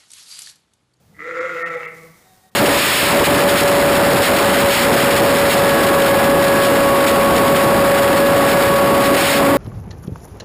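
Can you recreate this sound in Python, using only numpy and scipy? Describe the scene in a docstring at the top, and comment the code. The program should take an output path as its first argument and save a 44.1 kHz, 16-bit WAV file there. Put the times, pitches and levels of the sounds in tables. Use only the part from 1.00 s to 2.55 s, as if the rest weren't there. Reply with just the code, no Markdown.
"""A low background runs from the start. At 0.18 s a sheep gives one hoarse bleat in a block-walled shed:
uneven, rattling pulses of the vocal folds ring the mouth, and puffs of air ring the throat.
The jaw closes and the call ends in a low nasal hum; the shed rings on for most of a second.
Straw rustles underfoot, loudest near 1 s. A thin far call follows from 1.15 s."""
import sys
import numpy as np
from scipy import signal
from scipy.fft import rfft, irfft
from scipy.io import wavfile
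from scipy.ndimage import uniform_filter1d

SR = 44100
rng = np.random.default_rng(int(sys.argv[2]) if len(sys.argv) > 2 else 0)


def waveform_to_disk(signal):
    """Save audio, clipped to [-1, 1], as 16-bit WAV at the path in sys.argv[1]."""
    frames = np.transpose(np.atleast_2d(signal))
    scaled = np.clip(frames, -1, 1) * 32767
    samples = np.round(scaled).astype(np.int16)
    wavfile.write(sys.argv[1], SR, samples)


N = 68355

# vocal fold pitch (time [s], pitch [Hz])
PITCH_HZ = [(.18, 152), (.23, 156), (.28, 166), (.33, 165), (.41, 169), (.5, 170), (.6, 168), (.69, 168),
            (.75, 165), (.8, 162), (.97, 163), (1.12, 165)]
# hoarseness (time [s], roughness [0-1])
ROUGHNESS = [(.18, .5), (.32, .65), (.44, .55), (.52, .42), (.6, .42), (.64, .1), (.675, .35), (.77, .35),
             (.85, .5), (1.0, .4)]
# force through the open mouth (time [s], level [dB])
EFFORT_DB = [(.15, -28), (.176, -23), (.188, -12), (.2, -6), (.24, -3), (.29, 0), (.32, -2), (.39, 2),
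             (.46, .5), (.495, 2.5), (.535, -1), (.64, 1), (.72, 1.5), (.76, 3.5), (.785, -3.5), (.83, .5),
             (.872, -.5), (.884, -33)]
# jaw (time [s], opening [0-1])
JAW_OPENING = [(.18, 0.38), (.27, 1), (.44, 1), (.6, 1), (.77, 0.45), (.86, 0.06)]
# lower mouth resonances
# (base [Hz], open-jaw shift [Hz], slide [Hz/s], width [Hz], level [dB], open-jaw gain [dB])
LOWER_MODES = [(1110, 22, 46, 50, -21, 0), (1262, 98, 20, 65, -5, 7.5), (1520, 30, -5, 220, -15, 8)]
# upper mouth resonances
# (base [Hz], open-jaw shift [Hz], slide [Hz/s], width [Hz], level [dB], open-jaw gain [dB])
UPPER_MODES = [(1850, 20, 70, 150, -10, 7.5), (1985, 0, 115, 42, -2.5, 1.5), (2030, 0, 230, 42, -2, -6)]
# upper resonance envelope (time [s], level [dB])
UPPER_DB = [(.19, 6.5), (.25, 1.5), (.295, 5), (.33, 0), (.42, 1), (.53, -2), (.64, 3.5), (.72, 2),
            (.795, 0), (.83, 3.5), (.872, 6)]
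# sharp top resonance (time [s], level [dB])
EDGE_DB = [(.3, -45), (.5, -48), (.56, -39), (.61, -45), (.67, -37), (.7, -51), (.74, -49), (.78, -59),
           (.845, -40), (.875, -45.5)]
# partials of the clearing voice (pitch multiple [-], level [dB])
CLEAR_HARMONICS = [(4, -42.5), (5, -47), (6, -50), (8, -35), (9, -42.5), (11, -35), (12, -33.5), (13, -42)]
# breath rasp (frequency [Hz], relative density [dB])
RASP_SPECTRUM = [(60, -58), (800, -20), (2000, 6), (3200, 5.5), (4300, -0.5), (6200, -4.5), (7100, 0.5),
                 (8200, -9.5), (15000, -35)]
# third partial, near 500 Hz, and a faint fifth (pitch multiple [-], level [dB])
PULSING_HARMONICS = [(3, -32.5), (5, -57.5)]
# 500 Hz partial: pulsing during the call, then wavering as the shed rings on (time [s], level [dB])
PULSING_DB = [(.2, -30), (.225, -12), (.28, 2), (.31, -3), (.37, 4), (.415, 7), (.43, 4), (.46, 9),
              (.493, -12), (.51, 3), (.532, -8), (.56, 8), (.59, -1), (.615, 7), (.65, -4), (.67, 1),
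              (.69, -7), (.715, 3), (.735, -3), (.762, 8), (.81, -15), (.84, -5), (.863, -16), (.885, -5),
              (.915, -17), (.94, -9), (.96, -21), (.985, -13), (1.01, -28), (1.04, -11), (1.14, -35)]
# second partial, the body of the voice (time [s], level [dB])
BODY_DB = [(.18, -52), (.2, -50.5), (.3, -46), (.36, -46), (.41, -41), (.46, -60), (.5, -43), (.54, -40),
           (.6, -55), (.65, -43), (.73, -44.5), (.8, -54.5), (.9, -72)]
# nasal hum partials (pitch multiple [-], level [dB])
HUM_HARMONICS = [(1, -56), (2, -61.5), (4, -64.5), (7, -61)]
# nasal hum envelope (time [s], level [dB])
HUM_DB = [(.2, -8.5), (.39, -1), (.43, -5), (.51, 5), (.6, -4), (.665, 13.5), (.72, 5), (.85, 5), (.9, -1),
          (1.04, 5), (1.11, 1), (1.18, -10), (1.3, -54)]
# straw envelope (time [s], level [dB])
STRAW_DB = [(0, -69.5), (.42, -59), (.6, -52.5), (.88, -55.5), (.98, -51), (1.1, -53.5), (1.3, -56.5),
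            (1.42, -58.5), (1.55, -64)]
# straw rustle (frequency [Hz], relative density [dB])
STRAW_SPECTRUM = [(400, 5), (1500, 2), (2800, -4.5), (4500, -1), (8000, -1.5), (15000, -3)]
# far call partials (pitch multiple [-], level [dB])
FAR_HARMONICS = [(1, -74), (2, -58), (3, -75), (4, -83.5), (5, -70)]
# far call envelope (time [s], level [dB])
FAR_DB = [(1.14, -19), (1.26, 1), (1.31, 2), (1.345, 0), (1.38, 3), (1.42, -14), (1.44, 3), (1.465, 7),
          (1.49, -7), (1.55, -13)]
# faint high whistle (time [s], level [dB])
WHISTLE_DB = [(1.15, -75), (1.2, -78), (1.3, -68.5), (1.36, -79), (1.52, -75)]
# background noise (frequency [Hz], relative density [dB])
FLOOR_SPECTRUM = [(25, -30), (60, -4), (110, 4), (200, 4), (300, -11.5), (500, -7), (1100, -16.5),
                  (3000, -21), (15000, -27.5)]
# low part of the background (time [s], gain [dB])
RUMBLE_DB = [(0, -2), (.12, 6), (.3, 1.5), (.9, -1.5), (1.55, -4.5)]
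# brief treble dips (time [s], half length [s], depth [dB])
TREBLE_DIPS = [(.399, .006, 13), (.644, .013, 32), (.697, .005, 10), (.762, .005, 14), (.868, .006, 15),
               (1.507, .008, 13)]

# reflections relative to the direct sound (near walls [dB], tail [dB])
MOUTH_WET_DB, LOW_WET_DB = (-1, -3), (-14, -12)
TIME_S = np.arange(N) / SR
SINCE_ONSET_S = TIME_S - .18


def bleat(wobble=.035, quaver_db=1.3, rasp_db=-52, rasp_jaw_db=4.5):
    """Rattling fold pulses and air drive mouth and throat; partials emerge as the voice clears."""
    rough, jaw = in_time(ROUGHNESS), in_time(JAW_OPENING)
    cycles = np.cumsum(in_time(PITCH_HZ) * (1 + wobble * rough * drift(40))) / SR
    pulses, air = fold_pulses(cycles, rough)
    pulses *= rattle(rough)
    effort = swell(EFFORT_DB) * from_db(quaver_db * drift(28))
    clear = (1 - rough) ** 2 * partials(cycles, CLEAR_HARMONICS, flutter_db=4.5)
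    rasp = from_db(rasp_db + rasp_jaw_db * jaw) * colour(air, RASP_SPECTRUM)
    voice = effort * (mouth(pulses, jaw) + clear + rasp + growl(air, rough)) + edge(pulses)
    low = low_voice(cycles)
    return shed(voice, MOUTH_WET_DB) + shed(low, LOW_WET_DB)


def fold_pulses(cycles, rough, jitter_cycles=.13, shimmer_db=3.5, air_share=.45):
    """One pulse a cycle, uneven in time and strength, each with a puff of turbulent air."""
    starts = np.flatnonzero(np.diff(np.floor(cycles)) > 0)
    timing, strength = rng.standard_normal((N // 100, 2))[:len(starts)].T
    delay_samples = (jitter_cycles * rough[starts] * timing * N / cycles[-1]).astype(int)
    pulses = np.zeros(N)
    pulses[np.clip(starts + delay_samples, 0, N - 1)] = from_db(shimmer_db * rough[starts] * strength)
    air = unit_rms(rng.standard_normal(N) * np.exp(-3 * (cycles % 1)))
    return unit_rms(pulses) + air_share * rough * air, air


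def rattle(rough, flap_hz=64, unevenness=.4, depth=1.4):
    """Loose throat tissue flaps unevenly and chops the flow, more so when hoarse."""
    flaps = np.cumsum(flap_hz * (1 + unevenness * drift(flap_hz))) / SR
    return 1 + depth * rough * np.cos(2 * np.pi * flaps)


def mouth(pulses, jaw, level_db=-34.5, lower_db=1, low_hz=1068, top_hz=2300):
    """Mouth resonances shift in frequency and level with the jaw."""
    def ring(modes):
        total = np.zeros(N)
        for base_hz, shift_hz, slide_hz_per_s, width_hz, db, open_db in modes:
            centre_hz = base_hz + shift_hz * jaw + slide_hz_per_s * SINCE_ONSET_S
            total += from_db(db + open_db * jaw) * steady(resonate(pulses, centre_hz, width_hz))
        return total

    both = from_db(lower_db) * ring(LOWER_MODES) + from_db(in_time(UPPER_DB)) * ring(UPPER_MODES)
    return from_db(level_db) * cut(cut(both, low_hz, "high", order=5), top_hz, "low", order=10)


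def edge(pulses, base_hz=2420, rise_hz_per_s=276, band_hz=(1850, 3700)):
    """A sharp, rising top resonance that opens late in the call."""
    ring = resonate(pulses, base_hz + rise_hz_per_s * SINCE_ONSET_S, width_hz=76)
    return swell(EDGE_DB) * steady(cut(ring, band_hz, "band"))


def growl(air, rough, level_db=-38, fade_db_per_s=4, band_hz=(270, 620)):
    """Air puffs ring the throat, most at the start."""
    ring = unit_rms(cut(resonate(air, centre_hz=414, width_hz=154), band_hz, "band", order=3))
    return from_db(level_db - fade_db_per_s * SINCE_ONSET_S) * rough * ring


def low_voice(cycles):
    """Clean low partials: a pulsing tone near 500 Hz, the body and the hum through the nose."""
    pulsing = swell(PULSING_DB) * partials(cycles, PULSING_HARMONICS, flutter_db=1.3)
    body = swell(BODY_DB) * partials(cycles, [(2, 0)], flutter_db=1.3)
    hum = swell(HUM_DB) * partials(cycles, HUM_HARMONICS, flutter_db=2.5)
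    return pulsing + body + hum


def shed(x, wet_db, wall_t60_s=.09, tail_t60_s=.77, treble_t60_s=.25, split_hz=3220, gap_s=.00289):
    """Direct sound, a quick blur from the near walls and a long tail whose treble dies first."""
    t = np.arange(SR) / SR
    early, late = rng.standard_normal((2, SR)) * (t > gap_s)
    walls = early * from_db(-60 * t / wall_t60_s)
    decay = from_db(-60 * t / tail_t60_s)
    tail = cut(late, split_hz, "low", order=4) * decay
    tail += cut(late, split_hz, "high", order=4) * from_db(-60 * t / treble_t60_s)
    wall_gain, tail_gain = from_db(wet_db)
    echoes = wall_gain * walls / np.linalg.norm(walls) + tail_gain * tail / np.linalg.norm(decay)
    return (x + signal.fftconvolve(x, echoes)[:N]) / np.sqrt(1 + wall_gain ** 2 + tail_gain ** 2)


def straw(snaps_per_s=970, snap_db=-6.5, spread_db=5.5):
    """A soft rustle with tiny snaps of stalks."""
    snaps = (rng.random(N) < snaps_per_s / SR) * rng.choice([-1, 1], N)
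    snaps = snaps * from_db(spread_db * np.minimum(rng.exponential(1, N), 4))
    rustle = colour(rng.standard_normal(N) + from_db(snap_db) * unit_rms(snaps), STRAW_SPECTRUM)
    return from_db(in_time(STRAW_DB) + drift(7.9)) * rustle


def far_call(pitch_hz=373.6, whistle_hz=3730, waver=.005):
    """A faint wavering note in two swells, strongest on its second partial, under a thin whistle."""
    warped_s = np.cumsum(1 + waver * drift(42)) / SR
    note = swell(FAR_DB) * partials(pitch_hz * warped_s, FAR_HARMONICS, flutter_db=-1.5)
    whistle = swell(WHISTLE_DB) * np.sqrt(2) * np.sin(2 * np.pi * whistle_hz * warped_s)
    return shed(note + whistle, LOW_WET_DB)


def background(base_db=-56.5, split_hz=523):
    """A faint steady hiss over a rumble that swells early, then eases."""
    noise = from_db(base_db) * colour(rng.standard_normal(N), FLOOR_SPECTRUM)
    rumble = cut(noise, split_hz, "low", order=1)
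    return noise - rumble + from_db(in_time(RUMBLE_DB)) * rumble


def partials(cycles, harmonics, flutter_db, flutter_hz=22, flutter_cycles=.06):
    """Sines on multiples of a pitch, each fluttering on its own in level and phase."""
    total = np.zeros(N)
    for multiple, db in harmonics:
        amplitude = np.sqrt(2) * from_db(db + flutter_db * drift(flutter_hz))
        phase = multiple * cycles + rng.random() + flutter_cycles * drift(flutter_hz)
        total += amplitude * np.cos(2 * np.pi * phase)
    return total


def resonate(x, centre_hz, width_hz):
    """A resonance whose centre may move, at unit power."""
    carrier = np.exp(2j * np.pi * np.cumsum(centre_hz * np.ones(N)) / SR)
    pole = np.exp(-np.pi * width_hz / SR)
    return unit_rms((signal.lfilter([1], [1, -pole], x / carrier) * carrier).real)


def colour(x, spectrum):
    """Apply a smooth spectrum, at unit power."""
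    hz, db = np.transpose(spectrum)
    bins_hz = np.maximum(np.arange(N + 1) * SR / (2 * N), 1)
    gain = from_db(np.interp(np.log(bins_hz), np.log(hz), db))
    return unit_rms(irfft(rfft(x, 2 * N) * gain)[:N])


def cut(x, hz, kind, order=2):
    """Butterworth filter."""
    return signal.sosfilt(signal.butter(order, hz, kind, fs=SR, output="sos"), x)


def drift(rate_hz):
    """Slow random wander at unit power."""
    return unit_rms(cut(rng.standard_normal(N + SR), rate_hz, "low")[SR:])


def in_time(curve):
    """A curve's value at every sample."""
    return np.interp(TIME_S, *np.transpose(curve))


def swell(curve, fade_db_per_s=1000):
    """Gain of a level curve, fading to silence outside it."""
    outside_s = np.maximum(0, np.maximum(curve[0][0] - TIME_S, TIME_S - curve[-1][0]))
    return from_db(in_time(curve) - fade_db_per_s * outside_s)


def steady(x, window_s=.03):
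    """Hold the running power at one."""
    return x / np.sqrt(np.maximum(uniform_filter1d(x ** 2, int(window_s * SR)), 1e-9))


def unit_rms(x):
    """Scale to unit power."""
    return x / np.sqrt(np.mean(x ** 2) + 1e-20)


def from_db(db):
    """Decibels to gain."""
    return 10 ** (np.asarray(db) / 20)


def scene():
    """All sources in mono, a few steps from the sheep."""
    return (bleat() + straw() + far_call() + background())[None]


def record(dry):
    """The treble dips briefly six times; the top is cut."""
    split_hz, cutoff_hz = 2400, 15400
    low = signal.sosfiltfilt(signal.butter(8, split_hz, fs=SR, output="sos"), dry)
    dip_db = sum(db * np.exp(-((TIME_S - at_s) / half_s) ** 4) for at_s, half_s, db in TREBLE_DIPS)
    dipped = low + (dry - low) * from_db(-dip_db)
    return signal.sosfilt(signal.ellip(12, .1, 80, cutoff_hz, fs=SR, output="sos"), dipped)


dry = scene()
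out = record(dry)
waveform_to_disk(out)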